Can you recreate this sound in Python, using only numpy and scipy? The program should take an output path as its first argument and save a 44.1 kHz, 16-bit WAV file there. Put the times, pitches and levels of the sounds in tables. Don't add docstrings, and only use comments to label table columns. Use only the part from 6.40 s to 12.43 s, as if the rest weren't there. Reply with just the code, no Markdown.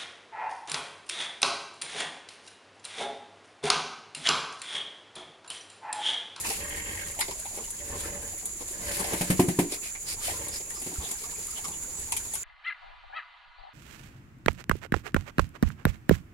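import sys
import numpy as np
from scipy import signal
from scipy.fft import rfft, irfft, next_fast_len
from scipy.io import wavfile
from scipy.ndimage import map_coordinates

SR = 44100
rng = np.random.default_rng(int(sys.argv[2]) if len(sys.argv) > 2 else 0)


def dump(signal):
    limited = np.clip(np.atleast_2d(signal).T, -1, 1)
    pcm = np.round(limited * 32767).astype(np.int16)
    wavfile.write(sys.argv[1], SR, pcm)


N = 266099

# frequency in Hz, level in dB per Hz.
AIR_SPECTRUM = [(12, -30), (20, 23), (61, 0), (158, -10), (1020, -11.5), (1280, -9), (2240, 0), (3500, -18),
                (5780, -5), (7030, 6), (8090, -30.5), (10400, -39.5), (15800, -35)]
# frequency in Hz, level in dB per Hz.
INSECT_SPECTRUM = [(5000, -38), (6200, -12.5), (6900, 2.5), (7250, 3), (7800, -8.5), (8800, -14.5),
                   (10300, -7.5), (12500, -23), (15800, -21.5)]
# time in seconds, level in dB.
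FEEDING_LEVEL = [(0, -40), (.3, -44), (1.0, -46.5), (1.6, -46), (2.05, -49.5), (2.4, -46.5), (2.65, -39.5),
                 (3.1, -46), (3.58, -54), (3.9, -42), (4.25, -49.5), (4.55, -44), (5.3, -47.5),
                 (5.5, -48.5), (6.03, -46.5)]
# frequency in Hz, level in dB per Hz.
SLOSH_SPECTRUM = [(88, -31), (150, 5), (306, 0), (436, 4), (575, -9.5), (854, -0.5), (1110, -1),
                  (1340, -14), (3500, -19.5), (4550, -48), (7700, -120)]
# frequency in Hz, level in dB per Hz.
FROTH_SPECTRUM = [(1200, -7.5), (2300, -0.5), (3200, -4.5), (4600, 0), (6000, -3), (8000, 2), (10300, 4),
                  (12500, -3.5), (15800, -14)]
# start in seconds, length in seconds, froth in dB, squeak in dB, squeak in Hz.
SUCK_EVENTS = [(0.033, 0.15, -31, -45.5, 2680), (1.571, 0.079, -42, -51, 3460),
               (2.448, 0.21, -32, -61, 2160), (2.738, 0.15, -35.5, -56, 2240),
               (3.292, 0.086, -35, -49, 2400), (3.412, 0.11, -38, -47, 2400),
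               (3.651, 0.11, -34, -41.5, 4800), (3.799, 0.15, -31.5, -49, 3070),
               (4.114, 0.084, -37, -46, 4960), (4.612, 0.075, -47, -43, 3540),
               (5.149, 0.057, -43.5, -44, 3040)]
# start in seconds, mouth in dB, spray in dB, mouth resonance in Hz.
SMACK_EVENTS = [(0.045, -26.5, -42, 2600), (0.1, -25.5, -33, 821), (0.789, -24.5, -34, 850),
                (0.805, -31, -28.5, 890), (0.81, -19, -33, 2130), (0.882, -26.5, -50, 415),
                (0.909, -31, -42, 945), (1.054, -31.5, -75, 846), (1.173, -30, -52, 425),
                (1.304, -71, -36, 460), (2.055, -55, -31.5, 400), (2.206, -31.5, -55, 383),
                (2.279, -48, -39, 656), (2.313, -48, -40, 485), (2.64, -26, -40, 700),
                (2.721, -23.5, -45, 335), (3.32, -27, -34.5, 398), (3.55, -32, -49, 2260),
                (3.709, -34, -51, 2300), (3.88, -22.5, -56, 777), (3.904, -32, -41, 780),
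                (4.082, -43, -35.5, 546), (4.201, -35, -46, 430), (4.301, -36, -43, 1930),
                (4.416, -37, -37, 301), (4.712, -39, -32.5, 2340), (4.836, -34, -48, 1190),
                (5.18, -34, -45, 770), (5.242, -28, -40, 1160), (5.279, -35, -45, 795),
                (5.72, -24, -28.5, 920), (5.765, -31, -28, 2380), (5.936, -35.5, -30.5, 820),
                (5.952, -36.5, -32, 1110)]
# frequency in Hz, level in dB per Hz.
SPRAY_SPECTRUM = [(1500, -16.5), (5500, -15), (7200, 7), (8800, 5), (10400, 10.5), (12500, -3.5),
                  (15800, -22)]
# frequency in Hz, width in Hz, level in dB.
SQUELCH_MODES = [(3240, 370, 0), (5540, 860, 5)]
# start in seconds, length in seconds, nose in dB, snout rasp in dB,
# snout pitch as a ratio.
SNORT_EVENTS = [(.15, 0.64, -46.5, -37, 1.01), (1.378, 0.61, -44, -46, 0.95),
                (2.329, .66, -42.5, -40, 0.96), (3.878, .3, -41.5, -44.5, 1.02)]
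# frequency in Hz, width at half amplitude in Hz, level in dB.
NOSE_FORMANTS = [(86.5, 31, 8.5), (195, 44, -1.5), (326, 36, 3), (453, 80, 0), (574, 34, 7.5),
                 (826, 310, -11), (1035, 99, -6)]
# frequency in Hz, width at half amplitude in Hz, level in dB.
SNOUT_FORMANTS = [(1636, 140, -2), (1847, 73, 3.5), (2107, 210, 1), (2620, 560, -7.5), (3160, 230, -8.5)]
# frequency in Hz, width at half amplitude in Hz, level in dB.
FLANK_FORMANTS = [(57.7, 47, 0)]
# start in seconds, length in seconds, top pitch in Hz, level in dB,
# rasp as a share of pitch.
CHIRP_EVENTS = [(.41, .07, 7400, -41, .008), (4.11, .08, 5200, -42.5, .05), (4.34, .08, 5100, -46, .04),
                (4.91, .06, 7650, -43, .01), (5.54, .1, 7900, -39, .006)]
# start in seconds, then chest, throat, mouth and air puff in dB.
GRUNT_PULSES = [(2.731, -26, -34.5, -47, -32.5), (2.809, -19, -34, -36, -30.5),
                (2.901, -10.5, -26, -42.5, -27.5), (2.994, -11, -15.5, -24.5, -28),
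                (3.084, -13.5, -27, -37, -34), (3.188, -14, -18.5, -28.5, -28.5),
                (4.463, -34, -39, -49, -44), (4.493, -40.5, -43, -61, -62), (4.528, -46, -45.5, -61, -62)]
# frequency in Hz, level in dB, t60 in seconds.
CHEST_MODES = [(136.5, -3.5, 0.053), (178.2, 6.5, 0.076)]
# frequency in Hz at tension 1, level in dB, t60 in seconds.
THROAT_MODES = [(278, 3, 0.033), (294.3, 3.5, 0.07), (362, 0, 0.11), (393.3, -4, 0.085)]
# frequency in Hz, level in dB, t60 in seconds.
MOUTH_MODES = [(589, -2, 0.036), (706, -5, 0.081), (789, -2.5, 0.048), (926, 5, 0.018), (1003, -16, 0.069)]
# frequency in Hz, level in dB per Hz.
PUFF_SPECTRUM = [(200, 4.5), (700, 5), (1400, -4), (2200, 5.5), (3500, -5.5), (6000, -5), (10000, 2.5),
                 (13000, -4.5), (15800, -16)]
# mean delay in seconds, share of its amplitude.
WALL_ECHOES = [(.0085, 0.24), (0.032, 0.15), (.054, 0.11)]
# frequency in Hz, t60 in seconds.
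PEN_T60 = [(150, 0.22), (350, 0.42), (900, 0.16), (10000, 0.15)]
# frequency in Hz, left-right correlation.
EAR_LIKENESS = [(100, .95), (450, 0.87), (700, 0.54), (1000, 0.05), (2000, -0.14), (5000, 0.074)]
# frequency in Hz, left minus right in dB.
PORT_DIFFERENCE = [(1000, 0), (3000, -1), (6500, -1.5), (8000, -10), (9000, -2.5), (10300, 14.5),
                   (12000, 8), (15000, -0.5)]

TOP_HZ = 15950
SLOSH_GROWS = 1.36
SQUELCH_GROWS, FIRM_SMACK_DB = 1.19, -34
SQUEAK_SHARPNESS = 8.2
NOSE_ATTACK_S, SNOUT_ATTACK_S, SNORT_RELEASE_S = 0.18, 0.19, 0.24
SNOUT_DELAY = 0.071
SNORT_SAG_DB_PER_S = 9.5


def amp(db):
    return 10 ** (np.asarray(db) / 20)


def unit(x):
    return x / np.sqrt(np.mean(x ** 2) + 1e-20)


def struck(x):
    return x / np.sqrt(np.mean(x[..., :SR // 50] ** 2) + 1e-20)


def along(points, hz):
    f, v = np.transpose(points)
    return np.interp(np.log(hz + 1), np.log(f + 1), v)


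def curves(rows):
    s, *cols = np.transpose(rows)
    return [np.interp(np.arange(N) / SR, s, c) for c in cols]


def wobble(knots_per_s, size=N):
    steps = np.arange(0, size * knots_per_s / SR + 1, 1 / 8)
    smooth = map_coordinates(rng.standard_normal(len(steps)), [steps])
    return np.interp(np.arange(size) * knots_per_s / SR, steps, smooth)


def noise(size=N):
    return rng.standard_normal((2, size))


def filtered(x, response):
    n = x.shape[-1]
    m = next_fast_len(n + 2048, True)
    return irfft(rfft(x, m) * response(np.fft.rfftfreq(m, 1 / SR)), m)[..., :n]


def stereo(pair, response):
    def mid_side(hz):
        likeness = np.clip(along(EAR_LIKENESS, hz), -1, 1)
        return response(hz) * np.sqrt([1 + likeness, 1 - likeness])
    mid, side = filtered(pair, mid_side)
    return unit(np.array([mid + side, mid - side]))


def coloured(pair, spectrum):
    return stereo(pair, lambda hz: amp(along(spectrum, hz)))


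def resonate(pair, modes):
    def response(f):
        total = 0
        for k, (hz, width, db) in enumerate(modes):
            damping = 1j * f * width
            total = total + (-1) ** k * amp(db) * damping / (hz * hz - f * f + damping)
        return total
    return stereo(pair, response)


def add(out, s, x):
    part = out[..., max(round(s * SR), 0):][..., :x.shape[-1]]
    part += x[..., :part.shape[-1]]


def field(air_db=-51, rumble_db=-52.5, sway_db=-2.0):
    rumble = coloured(noise(), [(15, -13.5), (55, 1.0), (95, -3), (150, -14.0), (400, -17.5),
                                (1500, -25.0), (5000, -90)])
    level_db = rumble_db + sway_db * wobble(3)
    return amp(air_db) * coloured(noise(), AIR_SPECTRUM) + amp(level_db) * rumble


def insects(drone_db=-39.0, shimmer_db=1, rise_db_per_s=0.43):
    level_db = drone_db + rise_db_per_s * (np.arange(N) - N / 2) / SR
    return amp(level_db + shimmer_db * wobble(60)) * coloured(noise(), INSECT_SPECTRUM)


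def pops(per_s, spread_db, size=N):
    where, sign, strength = rng.random((int(2 * per_s * size / SR), 3)).T
    sizes = np.sign(sign - .5) * amp(-spread_db * np.log(strength + 0.0041))
    return np.bincount((where * 2 * size).astype(int), sizes, 2 * size).reshape(2, size)


def munching(count=170, centre_hz=1400, octaves=1, sharpness=12, t60_s=0.08, spread_db=2.0):
    out, t = np.zeros((2, N)), np.arange(SR // 10) / SR
    envelope = (1 - np.exp(-t / 0.022)) * amp(-60 * t / t60_s)
    for k in range(count):
        hz = np.clip(centre_hz * 2 ** (octaves * rng.normal()), 350, 6000)
        squish = resonate(noise(len(t)) * envelope, [(hz, hz / sharpness, 0)])
        start_s = (k + rng.random()) * N / SR / count
        add(out, start_s, amp(spread_db * rng.normal()) * squish)
    return unit(out)


def slurping(slosh_db=-52, munch_db=-54, froth_db=2.5, tick_db=-1, suck_db=-1):
    froth_level_db, = curves(FEEDING_LEVEL)
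    slosh_level_db = SLOSH_GROWS * (froth_level_db - froth_level_db.mean())
    slosh = coloured(pops(per_s=900, spread_db=1) * amp(4.7 * wobble(21.85)), SLOSH_SPECTRUM)
    froth = coloured(pops(per_s=9000, spread_db=3) * amp(2.2 * wobble(35)), FROTH_SPECTRUM)
    clumps = amp(9.3 * np.minimum(wobble(70), 2))
    ticks = coloured(pops(per_s=4000, spread_db=4.0) * clumps, SPRAY_SPECTRUM)
    out = amp(slosh_level_db) * (amp(slosh_db) * slosh + amp(munch_db) * munching())
    out += amp(froth_level_db) * (amp(froth_db) * froth + amp(tick_db) * ticks)
    for s, length_s, db, squeak_db, hz in SUCK_EVENTS:
        swell = np.sqrt(np.hanning(int(length_s * SR)))
        size = len(swell)
        bubbles = pops(per_s=4700, spread_db=0.5, size=size) * amp(1.96 * wobble(100.4, size))
        suck = amp(db + suck_db) * coloured(bubbles, FROTH_SPECTRUM)
        squeak = amp(squeak_db) * resonate(bubbles, [(hz, hz / SQUEAK_SHARPNESS, 0)])
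        add(out, s, swell * (suck + squeak))
    return out


def smacks(spray_db=0, squelch_db=-42, mouth_db=-11.0, parting_s=0.012, opening_s=0.017,
           rise_s=0.00043, clump_db=3, width_hz=130, shape=0.18):
    out, t = np.zeros((2, N)), np.arange(SR // 10) / SR

    def burst(length_s):
        return (1 - np.exp(-t / rise_s)) / (1 + (t / length_s) ** 3)

    for s, mouth, spray, hz in SMACK_EVENTS:
        squelch = SQUELCH_GROWS * ((mouth + spray) / 2 - FIRM_SMACK_DB)
        crackle = noise(len(t)) * amp(clump_db * wobble(740, len(t)))
        wet = struck(coloured(crackle * burst(parting_s), SPRAY_SPECTRUM))
        palate = [(f * np.exp(shape * rng.normal()), w, db) for f, w, db in SQUELCH_MODES]
        tongue = struck(resonate(crackle * burst(opening_s), palate))
        mouth_modes = [(hz, width_hz, 0), (900, 250, -10), (2150, 300, -14)]
        cavity = struck(resonate(crackle * burst(opening_s), mouth_modes))
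        add(out, s, amp(spray + spray_db) * wet)
        add(out, s, amp(squelch + squelch_db) * tongue)
        add(out, s, amp(mouth + mouth_db) * cavity)
    return out


def through_formants(pair, formants):
    def response(f):
        return sum(amp(db) / (1 + (2 * (f - hz) / width) ** 2) for hz, width, db in formants)
    return stereo(pair, response)


def snorts(flutter_hz=43, jitter=0.2, depth_db=4, uneven_db=2.5, nose_db=0, snout_db=0, flank_db=-4):
    out = np.zeros((2, N))
    for s, length_s, nose_level_db, snout_level_db, pitch in SNORT_EVENTS:
        t = np.arange(int(length_s * SR)) / SR
        size = len(t)
        turns = np.cumsum(flutter_hz * (1 + jitter * wobble(28.46, size))) / SR
        flutter = amp(depth_db * np.cos(2 * np.pi * turns) + uneven_db * wobble(23.65, size))
        tuned = [(hz * pitch, width, db) for hz, width, db in SNOUT_FORMANTS]
        nose = through_formants(flutter * noise(size), NOSE_FORMANTS)
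        snout = through_formants(flutter * noise(size), tuned)
        flank = through_formants(flutter * noise(size), FLANK_FORMANTS)

        def swell(delay_s, attack_s):
            ramps = np.minimum((t - delay_s) / attack_s, (length_s - t) / SNORT_RELEASE_S)
            return np.sqrt(np.clip(ramps, 0, 1))

        body = nose + amp(flank_db) * flank
        add(out, s, amp(nose_level_db + nose_db) * swell(0, NOSE_ATTACK_S) * body)
        rasp_db = snout_level_db + snout_db - SNORT_SAG_DB_PER_S * t
        add(out, s, amp(rasp_db) * swell(SNOUT_DELAY * length_s, SNOUT_ATTACK_S) * snout)
    return out


def bird(arch=.06, flutter_db=2):
    out = np.zeros(N)
    for s, length_s, top_hz, db, rasp in CHIRP_EVENTS:
        u = np.linspace(-1, 1, int(length_s * SR))
        hz = top_hz * (1 - arch * u ** 2 + rasp * wobble(900, len(u)))
        level = amp(db + flutter_db * wobble(165, len(u))) * np.sqrt(1 - u ** 2)
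        add(out, s, level * np.sin(2 * np.pi * np.cumsum(hz) / SR))
    return out


def grunt(chest_db=-8.5, throat_db=-1, mouth_db=-3, puff_db=2, puff_t60_s=0.15, rise_s=0.0036,
          stretch_per_db=0.0119):
    out, t = np.zeros((2, N)), np.arange(SR // 4) / SR
    puff_envelope = (1 - np.exp(-t / 0.0019)) * amp(-60 * t / puff_t60_s)

    def ring(modes, pitch=1):
        total = 0
        for hz, db, t60_s in modes:
            level = amp(db + rng.normal(0, 1.5) - 60 * t / t60_s)
            total = total + level * np.sin(2 * np.pi * hz * (pitch + rng.normal(0, .012)) * t)
        return struck((1 - np.exp(-t / rise_s)) * total)

    for s, chest, throat, mouth, puff in GRUNT_PULSES:
        tension = 1 + stretch_per_db * (throat - chest + 2)
        voice = amp(chest + chest_db) * ring(CHEST_MODES)
        voice += amp(throat + throat_db) * ring(THROAT_MODES, tension)
        voice += amp(mouth + mouth_db) * ring(MOUTH_MODES)
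        air = struck(coloured(noise(len(t)), PUFF_SPECTRUM) * puff_envelope)
        add(out, s, voice + amp(puff + puff_db) * air)
        for delay_s, share in WALL_ECHOES:
            arrival_s = s + delay_s * (1 + 0.054 * rng.normal())
            for ear in out:
                add(ear, arrival_s + 0.00041 * rng.normal(), share * voice)
    return out


def bump(s=4.584, hz=66.0, db=-26, t60_s=0.082):
    out, t = np.zeros(N), np.arange(SR // 4) / SR
    envelope = amp(db - 60 * t / t60_s) * 2 * (1 - np.exp(-t / 0.0027))
    add(out, s, envelope * np.sin(2 * np.pi * hz * t))
    return out


def pen(x):
    hz, t, z = signal.stft(noise(SR // 2), SR, nperseg=256)
    decay = amp(-60 * t / along(PEN_T60, hz)[:, None])
    tail = stereo(signal.istft(z * decay, SR, nperseg=256)[1], np.ones_like)
    delayed = np.pad(x, ((0, 0), (500, 0)))
    return signal.fftconvolve(delayed, tail / np.linalg.norm(tail[0]), axes=1)[:, :N]


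def scene():
    pigs = smacks() + snorts() + grunt()
    return field() + insects() + slurping() + pigs + amp(-13.0) * pen(pigs) + bird() + bump()


def record(dry):
    def ports(hz):
        half_db = along(PORT_DIFFERENCE, hz) / 2
        gains = amp(np.array([half_db, -half_db]))
        return gains / np.sqrt(np.mean(gains ** 2, axis=0)) * (hz < TOP_HZ)
    return filtered(dry, ports)


dry = scene()
out = record(dry)
dump(out)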